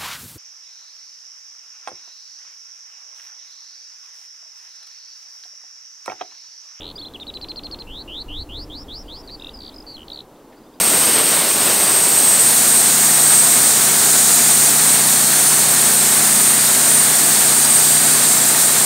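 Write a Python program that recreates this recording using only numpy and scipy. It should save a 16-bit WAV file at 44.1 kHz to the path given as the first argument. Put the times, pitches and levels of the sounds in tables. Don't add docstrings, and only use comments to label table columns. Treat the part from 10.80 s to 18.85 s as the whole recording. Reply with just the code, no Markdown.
import sys
import numpy as np
from scipy import signal
from scipy.fft import rfft, irfft, next_fast_len
from scipy.io import wavfile
from scipy.ndimage import uniform_filter1d

SR = 44100
rng = np.random.default_rng(int(sys.argv[2]) if len(sys.argv) > 2 else 0)


def unload_wav(signal):
    wavfile.write(
        sys.argv[1],
        SR,
        np.round(np.clip(np.atleast_2d(signal).T, -1, 1) * 32767).astype(np.int16),
    )


N = 355005
TIME = np.arange(N) / SR
ENTRY_S = 1.55

# (time [s], level of the teeth at full load [dB])
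FEED_LEVELS = [(0, -11), (1.4, -16), (2.3, -16.5), (3.6, -14.5), (4.3, -17), (5.8, -17), (6.8, -17),
               (8.05, -17)]
# (frequency [Hz], relative level [dB])
TEARING_SPECTRUM = [(2500, -44), (3500, -10.5), (4350, -7), (5200, -7.5), (6000, -5), (6900, 0),
                    (7900, 1.5), (8800, -0.5), (9400, 3), (9900, -5), (10800, -7), (12500, -10.5),
                    (14000, -6), (16000, -12)]
def teeth(cycle, load, laps_per_cycle=0.21):
    level_db, = curves(FEED_LEVELS)
    lap = laps_per_cycle * cycle
    grain_db = 0.5 * walk(1500) + 0.38 * np.sin(2 * np.pi * lap) + 0.64 * walk(25)
    return undb(level_db) * np.sqrt(load) * colour(noise() * undb(grain_db), TEARING_SPECTRUM)


# (time [s], base level of the main mode [dB], base level of the whine [dB])
FRICTION_LEVELS = [(0, -21.5, -21), (.45, -21.5, -20.5), (.7, -22, -22), (1.0, -22, -20),
                   (1.45, -17.5, -18), (1.75, -20.5, -16.5), (2.2, -19, -18.5), (2.62, -14, -16),
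                   (3.0, -23, -19.5), (3.7, -20, -18), (4.2, -24, -17), (4.55, -26, -18.5), (5.1, -24, -17),
                   (5.5, -28, -17), (6.25, -25, -17), (6.8, -21, -15.5), (7.3, -21, -16.5),
                   (7.65, -26, -18.7)]
def band_friction(load, main_hz=8345, screech_hz=8525, rise_hz=160.6, buried_s=4.6):
    main_db, whine_db = curves(FRICTION_LEVELS)
    whine = undb(whine_db - 1.6 * load) * bending_modes()
    depth = np.clip((TIME - ENTRY_S) / (buried_s - ENTRY_S), 0, 1)
    screech = undb(whine_db - 5.5) * sing(screech_hz + rise_hz * depth, wander_hz=70.3 + 109.3 * load)
    main_mode = unit(ring(noise(), main_hz, width_hz=100) + 1.4 * sing(main_hz, wander_hz=36.03))
    grip_db = 0.8 * walk(14)
    whistle = undb(main_db + grip_db - 2.0 * load) * main_mode + screech
    return whine, whistle


# (frequency [Hz], bandwidth [Hz], relative level [dB])
BAND_MODES = [(7900, 280, -2.5), (8616, 330, 5), (8800, 110, -10), (8930, 120, -8), (9110, 85, -2.5),
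              (9000, 120, -11), (10160, 140, -8), (11270, 70, -8), (13050, 130, -14)]
def bending_modes(flutter_db=0.7, bite_db=1.0):
    modes = sum(undb(db - flutter_db * walk(11)) * ring(noise(), hz, width)
                for hz, width, db in BAND_MODES)
    return unit(modes * undb(bite_db * walk(30)))


# (peak time [s], rise or fall time [s], frequency [Hz], peak level [dB])
PINCHES = [(.3, .6, 11320, -33.5), (.3, .45, 8610, -22.5), (1.17, .22, 8400, -19.5),
           (1.43, .2, 8440, -17.5), (1.56, .15, 8170, -16), (1.58, .12, 7810, -22.5),
           (1.67, .1, 8740, -19.5), (1.75, .25, 11400, -31.5), (2.0, .12, 8340, -20.5),
           (2.15, .15, 6900, -27.5), (2.58, .16, 8420, -18.5), (2.85, .25, 9100, -24.5),
           (3.45, .5, 6900, -28.5), (3.72, .2, 8580, -21), (4.15, .1, 8340, -21), (4.45, 1.0, 4340, -33),
           (4.45, .3, 7620, -27.5), (4.67, .2, 9210, -19.5), (4.7, .5, 6330, -32.5),
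           (4.9, 1.0, 10280, -33.5), (5.3, .2, 11300, -31), (5.68, .12, 8720, -21),
           (6.17, .18, 8830, -16.5), (6.5, .2, 8000, -26.5), (6.95, .2, 8500, -22.5),
           (7.1, .9, 4730, -33.5), (7.65, 1.0, 7600, -25.5)]
def squeals():
    return sum(undb(db) * swell(s, side_s) * sing(hz, wander_hz=40) for s, side_s, hz, db in PINCHES)


# (frequency [Hz], relative level [dB])
GUIDE_SPECTRUM = [(2000, -23.5), (4500, -7), (6000, -1), (7500, 0), (9500, 0), (11000, -1), (14000, 0.5),
                  (16000, -3)]
def guide_hiss(load, free_db=-20, pressed_db=0.5):
    level_db = free_db + pressed_db * load + .35 * walk(5.5) + .55 * walk(30)
    return undb(level_db) * colour(noise(), GUIDE_SPECTRUM)


# (time [s], level at zero load [dB])
LIGHT_SURGES = [(0, -21), (.25, -21.5), (.52, -21), (.72, -23.5), (.85, -20.5), (1.2, -21.5), (1.55, -22),
                (2.0, -21)]
# (frequency [Hz], relative level [dB])
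LIGHT_SPECTRUM = [(15, -80), (25, -50), (97, -15), (150, -13), (180, -8), (216, -7), (319, -6.5),
                  (592, -6.5), (762, -8), (1100, -9), (1480, -10.5), (4560, -12.5), (6000, -17),
                  (7800, -40), (13200, -120)]
# (frequency [Hz], relative level [dB])
LOADED_SPECTRUM = [(25, -21), (55, -27), (95, -7.5), (135, -4.5), (190, -2.5), (255, 3), (330, -1.5),
                   (540, -0.5), (700, 1.5), (950, 0), (1750, 1.5), (2700, -3.5), (4300, -2), (9000, -29)]
def engine_clatter(cycle, load, puff_cycles=0.19, loaded_db=-22.9):
    puffs = sum(np.exp(-((cycle - firing) % 1) / puff_cycles) for firing in (0, 270 / 720))
    pulsing = 1 + .18 * puffs
    light_db, = curves(LIGHT_SURGES)
    light = undb(light_db + 0.75 * walk(60.1) + 0.47 * walk(11.9))
    light *= colour(noise() * pulsing, LIGHT_SPECTRUM)
    loaded = undb(loaded_db + 0.72 * walk(50) + 0.13 * walk(7))
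    loaded *= colour(noise() * pulsing, LOADED_SPECTRUM)
    return np.sqrt(1 - load) * light + load * loaded


# (frequency [multiple of the cycle rate], relative level [dB])
STEADY_HARMONICS = [(2, -17.5), (4, -13.5), (5, -2.5), (6, -15), (9, -12.5), (11, -10.5), (13, -9.5),
                    (14, -9), (23, -12), (24, -6.5), (26, -15), (28, -16), (29, -9.5)]
# (frequency [multiple of the cycle rate], relative level [dB])
SWELLING_HARMONICS = [(7, -4), (8, -5)]
# (time [s], gain at full load [dB])
HARMONIC_SWELLS = [(1.5, -33), (2.2, -33.5), (2.5, -37), (2.8, -37), (3.5, -34), (3.75, -35), (4.0, -36),
                   (4.33, -30), (4.7, -36.5), (5.05, -33), (5.55, -31.5), (5.8, -36), (6.1, -33),
                   (6.75, -37), (7.25, -34), (7.7, -34.5), (8.05, -37)]
def exhaust_drone(cycle, load, steady_db=-32):
    swell_db, = curves(HARMONIC_SWELLS)
    steady = undb(steady_db) * firing_harmonics(cycle, STEADY_HARMONICS)
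    swelling = undb(swell_db) * np.sqrt(2) * firing_harmonics(cycle, SWELLING_HARMONICS)
    return load * (steady + swelling)


def firing_harmonics(cycle, orders, jitter_cycles=0.0021, shimmer=0.03):
    angle = 2 * np.pi * (cycle + jitter_cycles * walk(25))
    tones = sum(undb(db + walk(3)) * np.sin(k * angle + rng.uniform(0, 2 * np.pi)) for k, db in orders)
    return tones * (1 + shimmer * walk(40))


def valve_gear(cycle, level_db=-39.5, size=1024):
    pattern = rng.standard_normal(size)
    rattle = np.interp(cycle % 1, np.arange(size) / size, pattern)
    spectrum = [(60, -45), (300, -20), (600, 1), (900, -1), (1800, -1), (2800, 0),
                (4400, 13), (7000, -35)]
    return undb(level_db) * colour(rattle, spectrum)


# (delay [ms], gain [ratio])
ECHOES = [(2.7, 0.025), (3.15, 0.035), (4.4, 0.042), (5.3, 0.023), (6.42, 0.076), (7.4, 0.048)]
def reflect(x, sway_ms=.04, sways=9, oversample=4):
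    n = np.arange(N)
    fine = signal.resample_poly(x, oversample, 1)
    fine_n = np.arange(len(fine)) / oversample
    for ms, gain in ECHOES:
        lag_ms = ms + sway_ms * np.interp(n, np.linspace(0, N, sways), rng.standard_normal(sways))
        x = x + gain * np.interp(n - lag_ms * SR / 1000, fine_n, fine)
    return x


def sing(hz, wander_hz):
    pitch = hz + wander_hz * (walk(180) + .5 * walk(20))
    return unit(np.sin(2 * np.pi * np.cumsum(pitch) / SR) * (1 + .3 * walk(120)))


def ring(x, hz, width_hz):
    return unit(signal.lfilter(*signal.iirpeak(hz, hz / width_hz, fs=SR), x))


def colour(x, spectrum):
    hz, db = np.transpose(spectrum)
    size = next_fast_len(N)
    bins_hz = np.maximum(np.arange(size // 2 + 1) * SR / size, 1)
    gain = undb(np.interp(np.log(bins_hz), np.log(hz), db))
    return unit(irfft(rfft(x, size) * gain, size)[:N])


def walk(rate_hz):
    hold = max(int(SR / rate_hz), 1)
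    steps = np.repeat(rng.standard_normal(N // hold + 1), hold)
    return unit(uniform_filter1d(uniform_filter1d(steps, hold), hold)[:N])


def swell(peak_s, side_s):
    return np.cos(np.pi / 2 * np.clip((TIME - peak_s) / side_s, -1, 1)) ** 2


def curves(table):
    times, *columns = np.transpose(table)
    return [np.interp(TIME, times, column) for column in columns]


def noise():
    return rng.standard_normal(N)


def undb(db):
    return 10 ** (np.asarray(db) / 20)


def unit(x):
    return x / np.sqrt(np.mean(x ** 2))


def scene(free_load=0.042, entry_ease_s=.22, governed_hz=30.07, hunt_hz=.04, sag_hz=.38):
    load = free_load + (1 - free_load) / (1 + np.exp((ENTRY_S - TIME) / entry_ease_s))
    cycle_hz = governed_hz + hunt_hz * walk(3) - sag_hz * swell(peak_s=5.9, side_s=1.15)
    cycle = np.cumsum(cycle_hz) / SR
    engine = engine_clatter(cycle, load) + valve_gear(cycle)
    sawing = teeth(cycle, load) + guide_hiss(load)
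    whine, whistle = band_friction(load)
    tones = whistle + squeals() + exhaust_drone(cycle, load)
    return np.tile(reflect(sawing + whine + engine) + tones, (2, 1))


def record(dry, gain_db=0.5, ceiling=.57, low_hz=40, top_hz=15700):
    clipped = np.clip(undb(gain_db) * dry, -ceiling, ceiling)
    highpass = signal.butter(2, low_hz, "high", fs=SR, output="sos")
    lowpass = signal.ellip(10, .05, 50, top_hz, fs=SR, output="sos")
    return signal.sosfiltfilt(lowpass, signal.sosfilt(highpass, clipped), padtype="constant")


dry = scene()
out = record(dry)
unload_wav(out)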